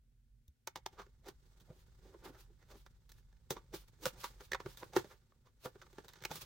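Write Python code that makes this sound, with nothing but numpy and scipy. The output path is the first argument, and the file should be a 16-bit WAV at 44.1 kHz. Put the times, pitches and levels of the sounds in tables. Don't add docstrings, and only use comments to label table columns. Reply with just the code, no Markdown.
import sys
import numpy as np
from scipy import signal
from scipy.fft import rfft, irfft, next_fast_len
from scipy.io import wavfile

SR = 44100
rng = np.random.default_rng(int(sys.argv[2]) if len(sys.argv) > 2 else 0)


def generate_wav(signal):
    frames = np.transpose(np.atleast_2d(signal))
    scaled = np.clip(frames, -1, 1) * 32767
    pcm = np.round(scaled).astype(np.int16)
    wavfile.write(sys.argv[1], SR, pcm)


N = 284445

# f/Hz, level/dB
AIR_COLOUR = [(12, -44), (20, -20.5), (49, -15.5), (91, -28.5), (104, -7), (123, -4.5), (146, -22.5),
              (187, -40), (222, -10.5), (319, -35), (624, -40), (1260, -55.5), (1440, -38.5), (1660, -40.5),
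              (16000, -46)]
AIR_DB = -78
# t/s, level/dB
RUMBLE_LEVEL = [(0, -78.5), (.42, -76.5), (.56, -97), (.75, -72.5), (1.3, -71.5), (2.3, -70), (3.4, -69.5),
                (4.3, -70), (4.7, -70), (5.2, -76), (6.45, -73)]
RUMBLE_GAIN_DB = 7
# f/Hz, level/dB
RUMBLE_COLOUR = [(20, -11.5), (33, -9.5), (45, 7.5), (60, -3), (85, -9), (122, -8), (170, -16), (300, -75)]

# t/s, level/dB
RUBBING = [(0.0, -93.5), (0.72, -93), (0.88, -84), (1.04, -82), (1.31, -83), (1.46, -75), (2.05, -76),
           (2.24, -72.5), (2.41, -79), (3.29, -82), (4.06, -75.5), (4.2, -65), (4.51, -77), (4.65, -69),
           (4.94, -69.5), (5.17, -79), (5.51, -85.5), (5.8, -72.5), (6.05, -72), (6.45, -66.5)]
SLIP_DB, SLIP_RISE_S, SLIP_FALL_S = -26, 0.008, 0.05
SHUDDER_DB, SCRAPE_DB, HISS_DB = 0, -6, -3.5
# f/Hz, level/dB
HISS_COLOUR = [(800, -29), (2000, -6.5), (3700, 1.5), (6000, -1), (8000, -2), (11000, -12), (15500, -5.5)]
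# f/Hz, level/dB
TREMOR_COLOUR = [(5, -39.5), (20, 2), (50, -21.5), (300, -105)]
# t/s, level against the sliding/dB
SNAGGING = [(0, -23), (3.4, -6.5), (5.9, -13), (6.12, 1), (6.23, 5), (6.32, -23)]

# f/Hz, level/dB
CARD_COLOUR = [(60, -13), (150, -7), (250, -11), (375, -1.5), (560, -3), (700, -9), (900, -5.5), (1900, -6),
               (2700, -10.5), (3800, -8.5), (6000, -12.5), (8400, -20.5), (10500, -26), (15500, -19)]
# f/Hz, width/Hz, level over the card's colour at left port/dB, at right port/dB
BOX_MODES = [(375.2, 32, 1.5, 4), (524, 65, 1.5, 5), (780, 34, 10.5, 4.5), (898, 89, 10.5, -0.5),
             (1174, 47, 6.5, 3), (1450, 150, 4, 5), (1737, 30, -12, 6.5), (2144, 34, -11.5, 5.5),
             (3590, 110, 3.5, 3), (6170, 140, -11.5, 7)]
# low f/Hz, high f/Hz
BANDS = [(130, 600), (600, 2500), (2500, 8000), (8000, 16000)]
# f/Hz, likeness/0-1
LIKENESS = [(100, 1), (400, 1), (1000, 0.97), (3000, 0.68), (6000, 0.71), (15000, 0)]

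# t/s, level/dB, brightness/(dB per octave), die-away/s, panel ring f/Hz
CLICKS = [(0.4807, -82.5, 9.5, 0.0024, 3700), (0.6742, -37.5, 0.55, 0.0042, 870),
          (0.758, -41.5, -0.95, 0.0096, 900), (0.8624, -34.5, -0.5, 0.0029, 895),
          (0.887, -70, 2, .002, 3200), (1.601, -70, 3.5, 0.0084, 3330), (2.864, -55, -1.6, 0.0053, 1110),
          (3.093, -66.5, 3, 0.012, 3930), (3.119, -63, 4.5, 0.0037, 1750), (3.185, -72.5, -3, .008, 1710),
          (3.327, -70.5, -1.5, .005, 1710), (4.519, -32.5, -2.3, 0.0033, 1740),
          (4.533, -29.5, -3, 0.0036, 1880), (4.5478, -32, -4, 0.005, 974), (4.773, -59.5, 4.5, 0.011, 3650),
          (5.321, -65.5, -6, 0.005, 1200), (5.817, -52, -2, 0.01, 1220), (5.867, -59.5, -4, 0.0036, 1190),
          (6.083, -57, 2.7, 0.0098, 3730), (6.135, -64, 4.5, .003, 4200), (6.224, -58, 3, 0.0035, 3500),
          (6.2522, -34, 1, 0.0029, 2420)]
CLICK_RISE_S = 0.0013
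# thud/dB, knock/dB, crack/dB, fizz/dB
CLICK_SHAPE_DB = [-10, -1, -3, -10.5]
# t/s, level/dB, f/Hz, die-away/s
THUMPS = [(0.485, -49.5, 70, 0.016), (1.702, -39.5, 140, 0.0063), (3.508, -40, 141, .009),
          (3.736, -50, 162, 0.02), (4.061, -44, 141, 0.011), (4.661, -39.5, 132, 0.0099),
          (5.657, -45, 126, 0.0093), (6.309, -41.5, 155.5, 0.013), (6.349, -49.5, 167, 0.018)]
# t/s, knock level before trim/dB, thud against knock/dB,
# brightness/(dB per octave), build-up/s, die-away/s, panel ring f/Hz
SNAPS = [(0.931, -67.5, 0, 2, 0.011, 0.03, 765), (0.997, -46.5, -4, -1.1, 0.0098, 0.0098, 1260),
         (1.018, -52.5, -12, -0.2, 0.0059, 0.0083, 1120), (1.066, -65.5, 6, 1, 0.0032, 0.0037, 384),
         (1.267, -56, 3, 1.5, .012, 0.016, 800), (1.287, -50, 4, 3, 0.0047, .0066, 377),
         (1.706, -63, 7.5, -5, 0.014, 0.016, 640), (2.07, -70, 9, 2.5, 0.044, 0.061, 400),
         (2.147, -59.5, 7.5, -5.5, 0.011, 0.0089, 347), (2.259, -51.5, 1.5, -1.5, 0.016, 0.018, 378),
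         (2.297, -61.5, 12, -2, 0.01, 0.0056, 310), (2.35, -63, -1, -0.5, .02, 0.037, 1390),
         (2.503, -78.5, 13.5, -1, 0.0099, 0.017, 400), (2.628, -67.5, -2, 1.5, 0.014, 0.0075, 1880),
         (2.718, -60, -1, 3.5, 0.019, 0.011, 605), (2.755, -63.5, 6.5, 1.5, 0.019, 0.0094, 288),
         (3.507, -38.5, 4, 5.5, .002, 0.0095, 460), (3.568, -46.5, -1.5, -1.5, 0.0056, 0.0078, 1090),
         (3.739, -49, 9, 2, 0.0057, 0.0093, 510), (4.036, -56.5, 5.5, 6, 0.012, 0.01, 396),
         (4.0561, -34, -0.5, 4, 0.0012, 0.0083, 527), (4.067, -39, 7.5, 3.5, 0.009, 0.0022, 530),
         (4.16, -67, 1, -19, .02, 0.044, 810), (4.242, -37, -11.5, 1.2, 0.0045, 0.0095, 1000),
         (4.409, -53.5, 0.5, 2, 0.006, 0.0083, 473), (4.603, -44.5, -1.5, -0.5, .0025, 0.0062, 960),
         (4.662, -44, 7.5, -1.5, 0.0034, 0.0038, 450), (4.832, -44, 0, -2.5, 0.0089, 0.0025, 970),
         (4.935, -51.5, -2, 1.5, 0.0045, 0.023, 760), (4.965, -26.5, 7, -1.1, 0.0027, 0.0042, 376),
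         (4.971, -34.5, 4, .5, 0.006, 0.0067, 360), (4.997, -51, -2, 3, .012, .004, 892),
         (5.045, -55, 6, 0.5, 0.003, 0.0092, 575), (5.116, -58.5, -3, 0.5, 0.012, 0.018, 460),
         (5.472, -68, -1.5, 1.5, .014, 0.014, 1150), (5.658, -42.5, 3.5, -4, 0.006, 0.0085, 690),
         (5.756, -61, 9.5, -1.5, 0.0035, 0.0076, 416), (5.93, -66, 6.5, 3.5, .002, 0.0091, 352),
         (5.984, -46, 4, -0.5, 0.0014, 0.0046, 490), (6.046, -60, 0, 3, .004, 0.0094, 465),
         (6.238, -46.5, -12, 2.5, 0.0012, 0.0075, 2130), (6.315, -40, -4.5, 1.4, 0.0068, 0.0064, 960),
         (6.357, -53, -3, 6.5, .004, 0.014, 1240)]
SNAP_CRACK_DB, SNAP_FIZZ_DB = -8.5, -18
SNAP_TRIM_DB = -1.41
# t/s, level/dB, build-up/s, die-away/s
RIPS = [(1.288, -53.5, 0.0057, 0.0056), (1.82, -72, 0.087, 0.008), (2.258, -55.5, 0.0087, 0.022),
        (2.41, -62.5, 0.031, 0.019), (2.772, -67, 0.019, 0.049), (3.19, -74.5, 0.074, 0.023),
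        (3.885, -67.5, 0.0052, 0.0045), (3.748, -49.5, .008, 0.03), (4.037, -54.5, 0.0086, 0.019),
        (4.072, -41.5, 0.0063, 0.011), (4.204, -54.5, .012, 0.029), (4.245, -50, 0.025, 0.028),
        (4.438, -60.5, 0.025, 0.023), (4.689, -58.5, .012, 0.043), (4.801, -59, 0.021, 0.036),
        (4.972, -43, 0.0094, .013), (5.11, -67, 0.028, 0.029), (5.656, -50.5, 0.016, 0.014),
        (6.344, -50, 0.024, 0.048), (6.418, -52.5, 0.018, 0.022)]
# f/Hz, level/dB
PEEL_COLOUR = [(300, -20.5), (900, 0), (2000, -4.5), (3700, 0.5), (6000, -3), (8000, -7.5), (11000, -7),
               (15500, -5.5)]

# f/Hz, t60/s
ROOM_T60 = [(150, 0.36), (500, 0.12), (2000, 0.39), (6000, 0.05), (15000, 0.056)]
# f/Hz, left minus right/dB
FACING = [(150, 0.5), (400, -0.5), (900, -1.5), (2200, -2.5), (3500, -2.5), (5500, -3.5), (9000, 0),
          (14000, 1)]
EDGE_HZ = 16250


def amp(db):
    return 10 ** (np.asarray(db) / 20)


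def unit(x):
    return x / np.sqrt(np.mean(x ** 2) + 1e-20)


def read(points, hz):
    f_hz, value = np.transpose(points)
    return np.interp(np.log(hz + 1), np.log(f_hz + 1), value)


def curve(points):
    return np.interp(np.arange(N) / SR, *np.transpose(points))


def freqs(size):
    return np.fft.rfftfreq(size, 1 / SR)


def padded_size():
    return 2 * next_fast_len(N // 2 + 1)


def add(mix, start_s, sound):
    part = mix[:, max(round(start_s * SR), 0):][:, :sound.shape[1]]
    part += sound[:, :part.shape[1]]


def sides(left_minus_right_db):
    half_db = left_minus_right_db / 2
    return unit(amp([[half_db], [-half_db]]))


def ports(spectra, likeness):
    likeness = np.clip(likeness, 0, 1)
    shared = np.sqrt((1 + likeness) / 2) * spectra[0]
    apart = np.sqrt((1 - likeness) / 2) * spectra[1]
    return np.array([shared + apart, shared - apart])


def background():
    hz = freqs(N)
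    likeness = read([(150, 0.91), (1000, 0.43), (5000, 0.056)], hz)
    air = ports(rfft(rng.standard_normal((2, N))), likeness)
    air = unit(irfft(air * amp(read(AIR_COLOUR, hz)), N))
    deep = ports(rfft(rng.standard_normal((2, N))), 0.92)
    deep = unit(irfft(deep * amp(read(RUMBLE_COLOUR, hz)), N))
    rumble = deep * amp(curve(RUMBLE_LEVEL) + RUMBLE_GAIN_DB)
    return amp(AIR_DB) * air + rumble * sides(-1.7)


def swell(t_s, rise_s, fall_s):
    shortest_s = 1 / 3000
    away = np.maximum(-t_s / max(rise_s, shortest_s), t_s / max(fall_s, shortest_s))
    return np.exp(-np.minimum(away, 20))


def swells(rows, step=32):
    t_s = np.arange(0, N + step, step) / SR
    power = sum((amp(db) * swell(t_s - s, rise_s, fall_s)) ** 2 for s, db, rise_s, fall_s in rows)
    return np.interp(np.arange(N) / SR, t_s, np.sqrt(power))


def sliding():
    slips = swells([(s, db + SLIP_DB, SLIP_RISE_S, SLIP_FALL_S) for s, db, *_ in SNAPS])
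    return np.hypot(amp(curve(RUBBING)), slips)


def fibres(size, per_s, spread_db):
    chance = rng.random((2, size))
    strength = rng.exponential(1, (2, size))
    sign = rng.choice([-1, 1], (2, size))
    broken = chance < per_s / SR
    return unit(sign * broken * amp(spread_db * np.minimum(strength, 4)))


def causal(db):
    mirrored_db = np.concatenate([db, db[..., -2:0:-1]], axis=-1)
    log_gain = np.log(amp(mirrored_db))
    return np.exp(np.conj(signal.hilbert(log_gain)))[..., :db.shape[-1]]


def card_db(hz, modes):
    peaks = 0
    for f_hz, width_hz, left_db, right_db in modes:
        height = amp([[left_db], [right_db]]) ** 2
        peaks = peaks + height / (1 + (2 * (hz - f_hz) / width_hz) ** 2)
    radiation = 1 / (1 + (75 / np.maximum(hz, 10)) ** 4)
    return read(CARD_COLOUR, hz) + 10 * np.log10((1 + peaks) * radiation)


def friction(grains, colour_db, likeness, pan_db):
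    spectrum = ports(rfft(grains), likeness) * causal(colour_db)
    return unit(irfft(spectrum)[:, :N]) * sides(pan_db)


def tremor(depth_db):
    noise = rfft(rng.standard_normal(N)) * amp(read(TREMOR_COLOUR, freqs(N)))
    return amp(depth_db * unit(irfft(noise, N)))


def rubbing(slide):
    size = padded_size()
    hz = freqs(size)
    card = card_db(hz, BOX_MODES)
    low_db = card + read([(120, 15.5), (260, 3), (550, -7.5), (1100, -31.5)], hz)
    middle_db = card + read([(300, -18), (650, 3.5), (2200, 0.5), (4000, -28)], hz)
    coarse = fibres(size, per_s=600, spread_db=5)
    shudder = friction(coarse, low_db, likeness=0.99, pan_db=-1.5)
    fine = fibres(size, per_s=970, spread_db=3)
    scrape = friction(fine, middle_db, likeness=0.23, pan_db=-3.5)
    noise = rng.standard_normal((2, size))
    hiss = friction(noise, read(HISS_COLOUR, hz), likeness=0.082, pan_db=1.5)
    rub = amp(SHUDDER_DB) * shudder + amp(SCRAPE_DB) * scrape + amp(HISS_DB) * hiss
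    return rub * slide * tremor(depth_db=2)


def catches(slide, per_s=60, spread_db=0.8, creak_s=0.0078):
    size = padded_size()
    hz = freqs(size)
    keep = np.exp(-1 / (creak_s * SR))
    releases = abs(fibres(size, per_s, spread_db)[0])
    envelope = signal.lfilter([1], [1, -keep], releases)
    tilt_db = read([(300, -17), (1200, 0.5), (3500, 0), (6500, 2.5), (12000, -11.5)], hz)
    scratches = envelope * rng.standard_normal((2, size))
    sound = friction(scratches, card_db(hz, BOX_MODES) + tilt_db, likeness=0.75, pan_db=-2)
    return amp(curve(SNAGGING)) * slide * sound


def spot_db(hz, depth_db, count=16):
    ripples = np.linspace(1, 5, count) * np.sqrt(hz / 500)[:, None]
    waves = np.cos(2 * np.pi * (ripples + rng.random(count))).sum(axis=1)
    return depth_db * unit(waves) * hz / (hz + 600)


def bending(hz, travel_s):
    return np.exp(-4j * np.pi * travel_s * np.sqrt(hz * 1000))


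def burst(s, db, brightness, rise_s, fall_s, ring_hz, shape_db, blow, ring_db, ring_q, spread_db,
          size=9216):
    lead_s = 1 / 12
    t_s, hz = np.arange(size) / SR - lead_s, freqs(size)
    drive = fibres(size, per_s=5500, spread_db=spread_db) * swell(t_s, rise_s, fall_s)
    drive = rfft(drive / (np.linalg.norm(drive[0]) + 1e-9))
    shove = 1 + 0.29 / (1 + (hz / 800) ** 2)
    at_peak = np.exp(-2j * np.pi * hz * lead_s)
    drive[0] += blow * np.exp(-rise_s / 0.005) * shove * at_peak

    panel = (ring_hz, ring_hz / ring_q, ring_db, ring_db)
    colour_db = card_db(hz, BOX_MODES + [panel]) + spot_db(hz, depth_db=0.5)
    spectrum = ports(drive, read(LIKENESS, hz)) * causal(colour_db)
    spectrum = spectrum * bending(hz, travel_s=0.000748)

    centres_hz = np.sqrt(np.prod(BANDS, axis=1))
    octaves_up = np.maximum(np.log2(centres_hz / centres_hz[1]), 0)
    levels_db = db + np.array(shape_db) + brightness * octaves_up
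    wanted = amp(levels_db) ** 2 * (rise_s + fall_s) * SR * size / 4
    tilt_db = np.zeros(len(hz))
    for _ in BANDS:
        power = np.mean(abs(spectrum) ** 2, axis=0) * amp(tilt_db) ** 2
        held = np.array([power[(hz >= lo) & (hz < hi)].sum() for lo, hi in BANDS])
        tilt_db = tilt_db + read(np.c_[centres_hz, 10 * np.log10(wanted / held)], hz)
    return s - lead_s, irfft(spectrum * causal(tilt_db))


def clicks():
    out = np.zeros((2, N))
    for s, db, brightness, fall_s, ring_hz in CLICKS:
        start_s, click = burst(s, db, brightness, CLICK_RISE_S, fall_s, ring_hz, CLICK_SHAPE_DB,
                               blow=0.62, ring_db=12.5, ring_q=8.7, spread_db=5)
        add(out, start_s, click)
    return out * sides(-0.054)


def thumps():
    out = np.zeros((2, N))
    t_s = np.arange(SR // 4) / SR
    for s, db, hz, fall_s in THUMPS:
        push = (1 - np.exp(-t_s / 0.00079)) * np.exp(-t_s / fall_s)
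        add(out, s, amp(db) * push * np.sin(2 * np.pi * hz * t_s) * sides(-0.5))
    return out


def perforation():
    out = np.zeros((2, N))
    for s, db, thud_db, brightness, rise_s, fall_s, ring_hz in SNAPS:
        shape_db = [thud_db, 0, SNAP_CRACK_DB, SNAP_FIZZ_DB]
        start_s, snap = burst(s, db, brightness, rise_s, fall_s, ring_hz, shape_db,
                              blow=1, ring_db=10.5, ring_q=5, spread_db=3)
        add(out, start_s, snap)
    return out * amp(SNAP_TRIM_DB) * sides(-0.78)


def peeling():
    size = padded_size()
    grains = fibres(size, per_s=4000, spread_db=1)
    fizz = friction(grains, read(PEEL_COLOUR, freqs(size)), likeness=0.28, pan_db=0.6)
    return fizz * swells(RIPS) * tremor(depth_db=2.5)


def room(x, near_db, near_s, far_db, size=16384):
    t_s = np.arange(size) / SR
    near, far = rng.standard_normal((2, 2, size)) * (t_s > 0.004)
    near = near * np.exp(-t_s / near_s) * (rng.random((2, size)) < 0.08)
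    hz, frames_s, spectrum = signal.stft(far, SR, nperseg=256)
    decay = amp(-60 * frames_s / read(ROOM_T60, hz)[:, None])
    far = signal.istft(spectrum * decay, SR, nperseg=256)[1][:, :size]
    echo = (amp(near_db) * unit(near) + amp(far_db) * unit(far)) / np.sqrt(size)
    return x + signal.fftconvolve(x, echo, axes=1)[:, :N]


def scene():
    slide = sliding()
    taps = room(clicks(), near_db=-15.5, near_s=0.013, far_db=-28)
    tears = room(perforation() + peeling(), near_db=-9, near_s=0.014, far_db=-29)
    hands = taps + tears + catches(slide) + rubbing(slide)
    facing = amp(np.outer([0.5, -0.5], read(FACING, freqs(N))))
    return irfft(rfft(hands) * facing, N) + thumps() + background()


def record(dry):
    low_pass = signal.firwin(511, EDGE_HZ, window=("kaiser", 9), fs=SR)
    return signal.oaconvolve(dry, low_pass[None], "same", axes=1)


dry = scene()
out = record(dry)
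generate_wav(out)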